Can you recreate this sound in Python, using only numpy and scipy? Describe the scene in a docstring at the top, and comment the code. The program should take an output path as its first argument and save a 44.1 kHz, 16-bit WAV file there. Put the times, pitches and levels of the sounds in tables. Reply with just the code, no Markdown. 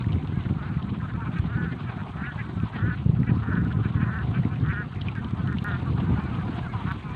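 """In a wet stubble field, a flock of ducks forages in gusty wind. Near birds quack and cluck, and a far
bird squeals, over the murmur of the rest; bills smack in the mud and dry stalks snap.
Calls excite throat and bill resonances with pulses and breath noise, or sum two partials for a squeal.
Smacks are ringing impulses, snaps are coloured impulses, and hiss and wind are shaped noise;
the strongest gusts buffet a small microphone as single low swings."""
import sys
import numpy as np
from scipy import signal
from scipy.fft import rfft, irfft
from scipy.io import wavfile
from scipy.ndimage import uniform_filter1d

SR = 44100
rng = np.random.default_rng(int(sys.argv[2]) if len(sys.argv) > 2 else 0)


def master_out(mix):
    """Clip the mix to full scale and print it as 16-bit PCM to the path in sys.argv[1]."""
    frames = np.transpose(np.atleast_2d(mix))
    ceiling = np.clip(frames, -1, 1)
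    pcm = np.round(ceiling * 32767).astype(np.int16)
    wavfile.write(sys.argv[1], SR, pcm)


N = 315678  # length in samples


def gain_of(db):
    """Decibel law: an amplitude ratio is 10 to the power of dB / 20."""
    return 10 ** (np.asarray(db) / 20)


def evened(x):
    """Normalisation to unit root-mean-square amplitude."""
    return x / np.sqrt(np.mean(x ** 2) + 1e-20)


def curve(rows):
    """Linear interpolation of a (seconds, value) table at every sample."""
    seconds, value = np.transpose(rows)
    return np.interp(np.arange(N) / SR, seconds, value)


def add(mix, start_s, sound):
    """Superposition: a sound joins the mix at its start time."""
    part = mix[max(round(start_s * SR), 0):][:len(sound)]
    part += sound[:len(part)]


def resonate(x, hz, width):
    """Heterodyne resonance: shift hz to zero, smooth twice for steep skirts, and shift back."""
    turn = np.exp(2j * np.pi * np.cumsum(hz * np.ones(len(x))) / SR)
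    pole = np.exp(-np.pi * width / SR)
    smoothed = signal.lfilter([(1 - pole) ** 2], [1, -2 * pole, pole * pole], x / turn)
    return 2 * (turn * smoothed).real


def coloured(x, points):
    """Spectral shaping: weight x by a (Hz, dB) table, interpolated over log frequency."""
    hz = np.fft.rfftfreq(len(x), 1 / SR)
    point_hz, point_db = np.transpose(points)
    weight_db = np.interp(np.log(hz + 1), np.log(point_hz + 1), point_db)
    return irfft(rfft(x) * gain_of(weight_db), len(x))


def lumps(seconds):
    """Slow random modulation: twice-averaged noise of rms 1 over the whole scene."""
    size = max(round(seconds * SR), 2)
    return evened(uniform_filter1d(uniform_filter1d(rng.standard_normal(N), size), size))


def unsteady(length, seconds):
    """Random modulation over one call: averaged noise of rms 1."""
    return evened(uniform_filter1d(rng.standard_normal(length), size=round(seconds * SR)))


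def patchy(x, patch_db, frames, bins):
    """Time-frequency modulation: smoothed random patches make x louder and quieter."""
    spectrum = signal.stft(x, nperseg=512, noverlap=384)[2]
    field = uniform_filter1d(rng.standard_normal(spectrum.shape), frames, 1)
    field = evened(uniform_filter1d(field, bins, 0))
    return signal.istft(spectrum * gain_of(patch_db * field), nperseg=512, noverlap=384)[1][:N]


def arch(length, top):
    """Quarter-sine envelope: a swell from 0 to 1 and back, and whether it is still rising."""
    u = np.linspace(0, 1, round(length * SR))
    top = np.clip(top, .02, .98)
    rising = u < top
    return np.sin(np.pi / 2 * np.where(rising, u / top, (1 - u) / (1 - top))), rising


def distant(x):
    """Low-pass loss over distance: calls across the field keep little above the bill resonances."""
    return signal.sosfilt(signal.butter(4, 3600, fs=SR, output="sos"), x)


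def voice(pitch_hz, rough, throat_hz, throat_width, upper, modes):
    """Source-filter principle: membrane pulses and breath puffs excite throat, upper and fixed resonances."""
    drift = evened(uniform_filter1d(rng.standard_normal(len(pitch_hz)), size=300))
    turns = np.cumsum(pitch_hz * (1 + .085 * rough * drift)) / SR + rng.random()
    pulses = sum(np.cos(2 * np.pi * k * turns) for k in range(1, 18))
    # breath noise jumps up at each cycle and then decays
    puffs = (0.9 + np.exp(-(turns % 1) / 0.9)) * rng.standard_normal(len(turns))
    drive = (1 - rough) * evened(pulses) + rough * evened(puffs)
    throat = resonate(drive, throat_hz, throat_width)
    upper_hz, upper_width, upper_db = upper
    high = gain_of(upper_db) * resonate(drive, upper_hz, upper_width)
    fixed = sum(gain_of(db) * resonate(drive, hz, width) for hz, width, db in modes)
    # the other resonances oppose the throat in sign
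    return evened(throat - fixed - high)


ROUGH_FAR = .3  # share of breath noise in a far call
# The murmur of the far flock. Each row: time in seconds, rms level in dB.
MURMUR = [(0.0, -56.5), (0.46, -53.5), (1.69, -49), (2.79, -48.5), (3.0, -61.5), (3.49, -42), (3.97, -51),
          (4.42, -51.5), (5.36, -50), (6.28, -43.5), (7.16, -59.5)]


def flock(count=400):
    """Incoherent superposition: many dull calls at random moments blur into a murmur."""
    out = np.zeros(N)
    for when, size, throat, length, pitch, bend in rng.random((count, 6)):
        first_hz = 180 + 150 * pitch
        last_hz = first_hz * (.85 + .2 * bend)
        call = cluck(4 * size, 700 + 800 * throat, -30, .03 + .05 * length, first_hz, last_hz,
                     rough=ROUGH_FAR)
        add(out, when * N / SR, call * np.hanning(len(call)))
    return gain_of(curve(MURMUR)) * evened(distant(out))


# Colour of the field hiss. 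Each row: frequency in Hz, relative weight in dB.
HISS = [(210, -32), (350, -0.5), (561, -14.5), (730, 0), (823, -6.5), (1030, -3.5), (1410, -8),
        (1790, -11.5), (2940, -14.5), (3820, -18.5), (4810, -33), (6250, -61), (10600, -120)]
# Strength of the field hiss. Each row: time in seconds, rms level in dB.
HISS_LEVEL = [(0.0, -45.5), (0.88, -48), (1.9, -46.5), (2.43, -45.5), (3.2, -49.5), (3.71, -46.5),
              (5.4, -47), (5.65, -45), (6.78, -42.5), (7.16, -45.5)]


def hiss():
    """Broadband turbulence: wind in the stubble and far splashing, as slightly flickering shaped noise."""
    flicker_db = 2.2 * lumps(0.012) + 1.0 * lumps(0.041)
    noise = coloured(rng.standard_normal(N) * gain_of(flicker_db), HISS)
    return gain_of(curve(HISS_LEVEL)) * evened(patchy(noise, 2.23, frames=14, bins=7))


AIR_DB, AIR_FOLLOWS = -76.5, 0.99  # mean level before splashes; share of the field hiss changes in dB
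SPLASH_S = .012  # time from the crest of a splash to 1/e of its lift in dB
# Colour of the fine air hiss. Each row: frequency in Hz, relative weight in dB.
AIR = [(4800, -30), (5500, -3), (6500, 0), (7200, -3), (8500, -1), (9300, -5), (9900, -13), (12000, -18),
       (15500, -19)]
# Brief splashes in the air hiss. Each row: crest time in seconds, lift in dB.
SPLASHES = [(.14, 4), (1.39, 12.5), (7.11, 5)]


def air():
    """High-frequency noise with Gaussian lifts: a faint treble hiss with a few splashes."""
    fine = coloured(rng.standard_normal(N) * gain_of(1.7 * lumps(0.0076)), AIR)
    t = np.arange(N) / SR
    change_db = curve(HISS_LEVEL) - curve(HISS_LEVEL).mean()
    lift_db = sum(db * np.exp(-((t - s) / SPLASH_S) ** 2) for s, db in SPLASHES)
    level_db = AIR_DB + AIR_FOLLOWS * change_db + lift_db
    return gain_of(level_db) * evened(patchy(fine, 1.1, frames=12, bins=12))


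# Colour of the wind on the microphone. Each row: frequency in Hz, relative weight in dB.
WIND = [(12, -62), (20, -30.5), (76, -0.5), (118, 3), (168, -1), (252, -9), (538, -29.5), (650, -41),
        (840, -56), (1430, -120)]
# Strength of the eddies. Each row: time in seconds, level in dB.
GUSTS = [(0.0, -25.5), (1.33, -29.5), (1.44, -26), (1.95, -32.5), (2.49, -33), (2.63, -24.5), (2.71, -39.5),
         (2.75, -27.5), (2.91, -24.5), (2.95, -32), (3.09, -27), (3.27, -27.5), (3.31, -20), (3.47, -27),
         (3.6, -25), (4.13, -27), (4.69, -23), (4.73, -30), (5.0, -31), (5.06, -25), (5.14, -29),
         (5.96, -25), (6.12, -19.5), (6.16, -26.5), (6.94, -29.5), (6.98, -35), (7.16, -31.5)]
# Single buffets. Each row: start in seconds, swing level in dB, frequency in Hz.
BUFFETS = [(0.0628, -13, 148), (0.3689, -14.5, 168), (0.4583, -15.5, 124), (0.7618, -15, 134),
           (1.3873, -11.5, 98), (1.448, -20, 146), (2.57, -20, 160), (2.629, -12, 164), (3.056, -8, 140),
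           (3.087, -5.5, 119), (3.133, -12, 133), (3.2136, -13.5, 175), (3.289, -14.5, 172),
           (3.3116, -10, 166), (3.6205, -13, 147), (3.7615, -10.5, 125), (3.851, -15, 158),
           (3.9467, -12.5, 115), (4.0233, -9.5, 141), (4.449, -11, 183), (4.688, -14, 117),
           (5.1763, -16.5, 153), (5.329, -15.5, 160), (5.382, -23.5, 150), (6.101, -13.5, 180)]


def wind():
    """Turbulent pressure: eddies hit the microphone in lumps, small ones more unevenly, and buffets swing."""
    noise = rng.standard_normal(N)
    lump = np.minimum(lumps(0.0093) + 0.68 * lumps(.035), 2.5)
    large = evened(coloured(noise * gain_of(1.85 * lump), WIND))
    small = evened(coloured(noise * gain_of(3.58 * lump), WIND))
    # large eddies supply the band below about 150 Hz, small ones the rest
    split = signal.butter(2, 150, fs=SR, output="sos")
    eddies = signal.sosfiltfilt(split, large - small) + small
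    out = gain_of(curve(GUSTS)) * evened(eddies)
    for (s, db, hz), sign in zip(BUFFETS, rng.choice([-1., 1.], len(BUFFETS))):
        turns = np.arange(round(2.4 * SR / hz)) * hz / SR
        swing = np.sin(2 * np.pi * turns) + 0.16 * np.sin(4 * np.pi * turns)
        add(out, s, sign * gain_of(db) * swing * np.hanning(len(turns)) ** 1.4)
    return out


CRACKLE_PER_S, CRACKLE_DB = 45, -68  # small snaps: mean rate, and least level before colouring
# Loud snaps of dry stalks. Each row: time in seconds, impulse level in dB before colouring.
SNAPS = [(2.3471, -55), (3.6496, -48), (3.684, -52), (4.9492, -52), (5.1173, -60), (5.1537, -47),
         (5.244, -62), (5.3098, -48), (5.474, -52), (5.5286, -45), (5.5454, -57), (6.2377, -48),
         (6.667, -50)]
# Colour of a snap. Each row: frequency in Hz, gain in dB.
SNAP = [(1200, -18), (3000, 25), (4400, 21), (5400, 12), (9000, 9), (10500, -33)]


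def stalks():
    """Impulsive fracture: dry stalks snap as coloured impulses, loud ones over a random crackle."""
    size_db = CRACKLE_DB + 4. * np.minimum(rng.exponential(1, N), 3)
    clicks = gain_of(size_db) * (rng.random(N) < CRACKLE_PER_S / SR)
    for s, db in SNAPS:
        add(clicks, s, gain_of([db]))
    return coloured(clicks, SNAP)


RASP_DB, ROUGH_CLUCK = 1.3, .27  # rms unevenness of breath in clucks and quacks; breath share of a cluck
# Short clucks. Each row: start in seconds, peak level in dB before distance loss and echo, mid-call throat
# resonance in Hz, upper resonance in dB, length in seconds, first and last pitch in Hz before a small arch.
CLUCKS = [(0.005, -33.5, 1050, -9, 0.028, 230, 207), (0.035, -40, 1000, -27, 0.069, 257, 230),
          (0.189, -41, 764, -31, 0.063, 257.4, 242), (0.243, -35.5, 900, -24, 0.017, 218, 200),
          (0.776, -35.5, 1180, -32, 0.04, 221.4, 197), (0.997, -34.5, 1640, -20, 0.026, 187, 169),
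          (1.017, -32.5, 1220, -23, 0.05, 267.5, 250), (1.082, -36.5, 1610, -23, 0.039, 242.4, 188),
          (1.137, -34.5, 1320, -16, 0.035, 269, 239), (1.17, -35, 1000, -24, 0.1, 236, 220),
          (1.2, -31.5, 1350, -17, 0.044, 227.7, 216), (1.242, -29, 1040, -7, 0.048, 201.5, 213.6),
          (1.347, -28.5, 1300, -0.5, 0.056, 325, 301), (1.707, -35.5, 1630, -12, 0.037, 372, 330),
          (1.862, -29.5, 1320, -3, 0.047, 337, 295), (1.976, -34, 1420, -9, 0.052, 160, 178),
          (2.225, -28.5, 1740, -11, 0.042, 329, 307), (2.375, -27, 1650, -7, 0.052, 343, 302),
          (2.57, -37, 1370, -19, 0.091, 273, 245.6), (2.655, -34, 1040, -26, 0.036, 252, 253),
          (2.73, -32.5, 1660, -6, 0.048, 329, 306), (3.232, -37, 1280, -25, 0.022, 265, 250),
          (3.258, -29.5, 1480, 2, 0.058, 346, 287), (3.287, -33.5, 980, -26, 0.053, 247, 245),
          (3.636, -37.5, 1480, -24, 0.049, 290, 266), (3.703, -32, 1440, -20, 0.023, 283, 269),
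          (3.727, -34, 1090, -33, 0.056, 261, 251), (3.786, -38, 1180, -36, 0.036, 236, 243),
          (3.838, -28, 1170, -3, 0.039, 266.4, 233), (3.937, -32, 1090, -24, 0.018, 227, 216),
          (3.997, -27.5, 1260, 2, 0.051, 326, 307), (4.279, -42, 1130, -14, 0.021, 224, 209),
          (4.328, -28, 1150, -0.5, 0.061, 240.7, 267), (4.488, -32, 1180, -8, 0.07, 218, 202),
          (4.684, -27.5, 1660, -3, 0.048, 329, 311), (5.118, -35, 900, -26, 0.018, 222, 200),
          (5.212, -34.5, 1010, -25, 0.048, 201, 194.6), (5.253, -33, 1040, -16, .045, 246, 255),
          (5.381, -32, 1180, -16, 0.035, 260, 247), (5.858, -30, 1150, -30, 0.044, 238.2, 202),
          (6.046, -34.5, 1060, -27, 0.066, 244.6, 243), (6.16, -36, 1430, -26, 0.06, 250.6, 222),
          (6.174, -31, 970, -22, 0.049, 198.6, 217), (6.272, -39, 800, -23, 0.085, 210.4, 186),
          (6.337, -33, 1160, -30, 0.033, 228, 207), (6.387, -35, 1290, -16, 0.031, 257.5, 250),
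          (6.411, -34.5, 990, -39, 0.1, 255, 244), (6.734, -26, 1020, -33, 0.046, 259, 237),
          (6.782, -31.5, 1020, -36, 0.05, 244.7, 220), (7.039, -31, 1070, -14, 0.054, 216, 204.6),
          (7.084, -31, 1030, -21, 0.064, 249, 249)]


def cluck(db, throat_hz, upper_db, length, first_hz, last_hz, rough=ROUGH_CLUCK):
    """Moving formants: as the bill opens, the throat resonance rises and upper ones come in."""
    u = np.linspace(0, 1, round(np.clip(length, .015, .3) * SR))
    opening_db = upper_db - 18 * (1 - np.minimum(u / 0.35, 1))
    rise = 0.21 * np.clip(1.5 + upper_db / 22, 0, 1) * (u - .5)
    pitch_hz = (first_hz + (last_hz - first_hz) * u) * (.96 + 0.0499 * np.sin(np.pi * u))
    sound = voice(pitch_hz, rough, throat_hz * (1 + rise), 330, (2350, 520, opening_db),
                  [(throat_hz + 430, 380, opening_db + 4.5)])
    onset = np.minimum(u * length / 0.00083, 1)
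    release = np.minimum((1 - u) / 0.25, 1)
    sound = sound * onset * release * gain_of(RASP_DB * unsteady(len(u), 0.0055))
    return gain_of(db) * sound / abs(sound).max()


def smack(hz, t60=0.028):
    """Damped resonance: a sharp knock and its decaying spray ring broadly, with a thin bright edge."""
    t = np.arange(900) / SR
    spray = rng.standard_normal(len(t)) * gain_of(-60 * t / t60) * 0.23
    spray[0] = 3.2  # the knock
    ring = resonate(spray, hz, 430) - gain_of(-12.5) * resonate(spray, 1.288 * hz, 900)
    ring = ring + gain_of(-40.5) * resonate(spray, 5500, 2500)
    return ring / abs(ring).max()


# Bills smacking in the mud. Each row: start in seconds, peak level in dB, ring in Hz.
SMACKS = [(0.023, -40, 3240), (0.043, -34.5, 1800), (0.1046, -38, 2200), (0.122, -37, 3050),
          (0.13, -32, 2870), (0.2736, -37, 2820), (0.408, -41, 2860), (0.438, -40, 2950), (0.49, -37, 2050),
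          (0.539, -41, 2400), (0.742, -42, 2180), (0.085, -42, 2800), (0.826, -38, 3020),
          (0.902, -37.5, 2940), (1.387, -39.5, 3380), (2.17, -40, 2500), (2.601, -36.5, 2540),
          (3.2317, -32.5, 1920), (3.554, -39, 2950), (3.726, -36, 2900), (3.9, -39, 1420),
          (4.188, -39, 2700), (4.434, -36, 1900), (4.45, -33.5, 1980), (4.558, -38.5, 2600),
          (4.662, -37.5, 2700), (5.0118, -34, 3200), (5.016, -28.5, 3060), (5.0846, -23, 2380),
          (5.1522, -38, 2230), (5.2457, -36, 3100), (5.474, -36.5, 3000), (5.5851, -26, 2830),
          (5.625, -41, 2200)]
# Dry, wide ticks. Each row: start in seconds, peak level in dB.
TICKS = [(5.6425, -28.5), (6.921, -36)]


def mud():
    """Impulse excitation: loud smacks and a random patter of small ones in the mud. Two sharp, wide ticks of
    two samples, not part of the mud sounds, are also played here."""
    out = np.zeros(N)
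    for s, db, hz in SMACKS:
        add(out, s, gain_of(db) * smack(hz))
    # each ring frequency patters 6 times a second on average
    for hz in np.geomspace(1900, 3800, num=10):
        size_db = -53.5 - 6.7 * np.log2(hz / 2000) + 5.3 * np.minimum(rng.exponential(1, N), 2.4)
        knocks = gain_of(size_db) * (rng.random(N) < 6 / SR)
        out += signal.oaconvolve(knocks, smack(hz))[:N]
    for s, db in TICKS:
        add(out, s, gain_of(db) * np.array([1., .3]))
    return out


FLUTTER_DB = 2.  # rms unevenness of a squeal
# Arched squeals of a far bird. Each row: start in seconds, length in seconds, share of the length at the top,
# first, top and last pitch in Hz, third and fourth partial in dB before distance loss and flutter.
SQUEALS = [ (.318, .11, .38, 440, 548, 475, -50, -52.5), (.452, .035, .05, 480, 480, 350, -51, -64),
           (4.6, .06, .05, 545, 545, 520, -51, -58), (6.15, .19, .38, 505, 600, 485, -57, -51.5),
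           (6.38, .045, .2, 545, 555, 490, -48, -62), (6.62, .09, .05, 550, 550, 335, -43, -64),
           (6.675, .065, .45, 510, 552, 490, -49, -49), (7.06, .1, .8, 550, 597, 590, -62, -54), ]


def squeal(start, length, top, first_hz, top_hz, last_hz, third_db, fourth_db):
    """Additive synthesis: a thin, clean, arched call of which only two partials carry this far."""
    bend, rising = arch(length, top)
    pitch_hz = top_hz + (1 - bend) * (np.where(rising, first_hz, last_hz) - top_hz)
    angle = 2 * np.pi * np.cumsum(pitch_hz) / SR
    tone = gain_of(third_db) * np.sin(3 * angle) + gain_of(fourth_db) * np.sin(4 * angle)
    flutter = gain_of(FLUTTER_DB * unsteady(len(bend), 0.009))
    return start, tone * flutter * signal.windows.tukey(len(bend), .3)


RISE_DB, FADE_DB, CUT_S = -4.5, -5, 0.014  # level change at the start and end of effort; final drop in s
THROAT_SHUT, THROAT_SAG = 0.19, 0.025  # shares by which the throat is lower at the start and end
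WARBLE_DB = 52  # level gained per unit of warble
ROUGH_TOP, ROUGH_WEAK = .2, .45  # share of breath noise at full effort and at none
# Bill resonance that stays put while the throat moves. Each row: frequency in Hz, width in Hz, level in dB.
BILL = [(2420, 1100, -25)]
# Long quacks. Each row: start in seconds, length in seconds, share of the length at the peak, rms level at the
# peak in dB before distance loss, warble and rasp, first, top and last pitch in Hz before warble, throat
# resonance at the peak in Hz, warble rate per second, warble depth as a share, time of one warble crest in
# seconds, chest resonance in dB, nasal resonance in dB.
QUACKS = [ (0.547, 0.23, 0.33, -46, 225.7, 212.7, 195.6, 1330, 17.3, 0.038, 0.65, -14, -19),
          (1.472, 0.24, 0.59, -39.5, 222.4, 250, 194.4, 1495, 15.2, 0.014, 1.58, -16, -11),
          (2.163, 0.17, 0.78, -39, 206, 241.7, 193, 1530, 23, 0.014, 2.37, -23, -5),
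          (2.748, 0.18, 0.84, -38.5, 194, 251, 239, 1440, 22, 0.016, 2.6, -24, -3.5),
          (2.881, 0.077, 0.45, -38.5, 233.7, 250.6, 212, 1530, 29, 0.036, 2.8, -22, -14),
          (3.419, 0.21, 0.68, -38.5, 174.9, 203.5, 181, 1500, 21, 0.068, 3.05, -10, -8),
          (3.947, 0.17, 0.39, -39.5, 199.2, 213.6, 194.5, 1470, 17.7, 0.043, 5.1, 3, -1.5),
          (4.051, 0.19, 0.62, -37.5, 192.6, 224.6, 167, 1480, 28, 0.032, 4.06, -5, -5.5),
          (4.635, .21, 0.8, -35.5, 172, 207.8, 182, 1500, 26.4, 0.02, 4.7, -21, -5.5),
          (5.148, 0.064, 0.27, -41, 340, 315.6, 298, 1630, 21, 0.014, 5.26, -19, -11),
          (5.463, 0.054, 0.48, -40, 180, 184, 173, 1420, 28, 0.016, 6.8, -18, -5),
          (5.513, 0.048, 0.34, -40, 191, 199.5, 185, 1410, 23, 0.02, 4.7, -3, -4),
          (5.641, .14, 0.031, -34, 196, 206.2, 205.6, 1380, 18.6, 0.019, 6, -23, -6.5),
          (6.85, 0.079, 0.83, -36, 171.6, 191.5, 191, 1420, 27, 0.02, 7.8, 1.5, -12), ]


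def quack(start, length, top, db, first_hz, top_hz, last_hz, throat_hz, warble, depth, crest,
          chest_db, nasal_db):
    """Coupled modulation: level, pitch, throat and clearness of a warbling call follow one swell of effort."""
    effort, rising = arch(length, top)
    slack = 1 - effort
    t = np.arange(len(effort)) / SR
    swing = depth * np.cos(2 * np.pi * warble * (start + t - crest))
    pitch_hz = (top_hz + slack * (np.where(rising, first_hz, last_hz) - top_hz)) * (1 + swing)
    throat_hz = throat_hz * (1 - slack * np.where(rising, THROAT_SHUT, THROAT_SAG))
    rough = ROUGH_TOP + (ROUGH_WEAK - ROUGH_TOP) * slack
    sound = voice(pitch_hz, rough, throat_hz, 440, (1850, 280, nasal_db), [*BILL, (1005, 210, chest_db)])
    level_db = db + slack * np.where(rising, RISE_DB, FADE_DB) + WARBLE_DB * swing
    level_db = level_db + RASP_DB * unsteady(len(t), 0.0085)
    onset = np.minimum(t / 0.0041, 1)
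    release = np.minimum(t[::-1] / CUT_S, 1)
    return start, gain_of(level_db) * sound * onset * release


def ducks():
    """Scattering: the single calls are joined by a short noise-like tail of echoes from stubble and water."""
    calls = np.zeros(N)
    for s, *call in CLUCKS:
        add(calls, s, cluck(*call))
    for row in SQUEALS:
        add(calls, *squeal(*row))
    for row in QUACKS:
        add(calls, *quack(*row))
    calls = distant(calls)
    t = np.arange(4000) / SR
    scatter = rng.standard_normal(len(t)) * gain_of(-60 * t / 0.076)  # falls 60 dB in 76 ms
    echoes = signal.oaconvolve(calls, scatter / np.linalg.norm(scatter))[:N]
    return calls + gain_of(-12) * echoes


def scene():
    """Linear superposition of all the sources on one channel."""
    return (flock() + hiss() + air() + wind() + stalks() + ducks() + mud())[None]


EDGE_HZ = 15500  # upper band limit


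def record(dry):
    """Transducer limits: deep bass is lost, hard buffets saturate softly, and the band ends at the edge."""
    thinned = signal.sosfilt(signal.butter(2, 45, "high", fs=SR, output="sos"), dry)
    ceiling = 0.41
    rounded = ceiling * np.tanh(thinned / ceiling)
    band = signal.firwin(511, EDGE_HZ, window=("kaiser", 9), fs=SR)
    return signal.oaconvolve(rounded, band[None], "same")


dry = scene()
out = record(dry)
master_out(out)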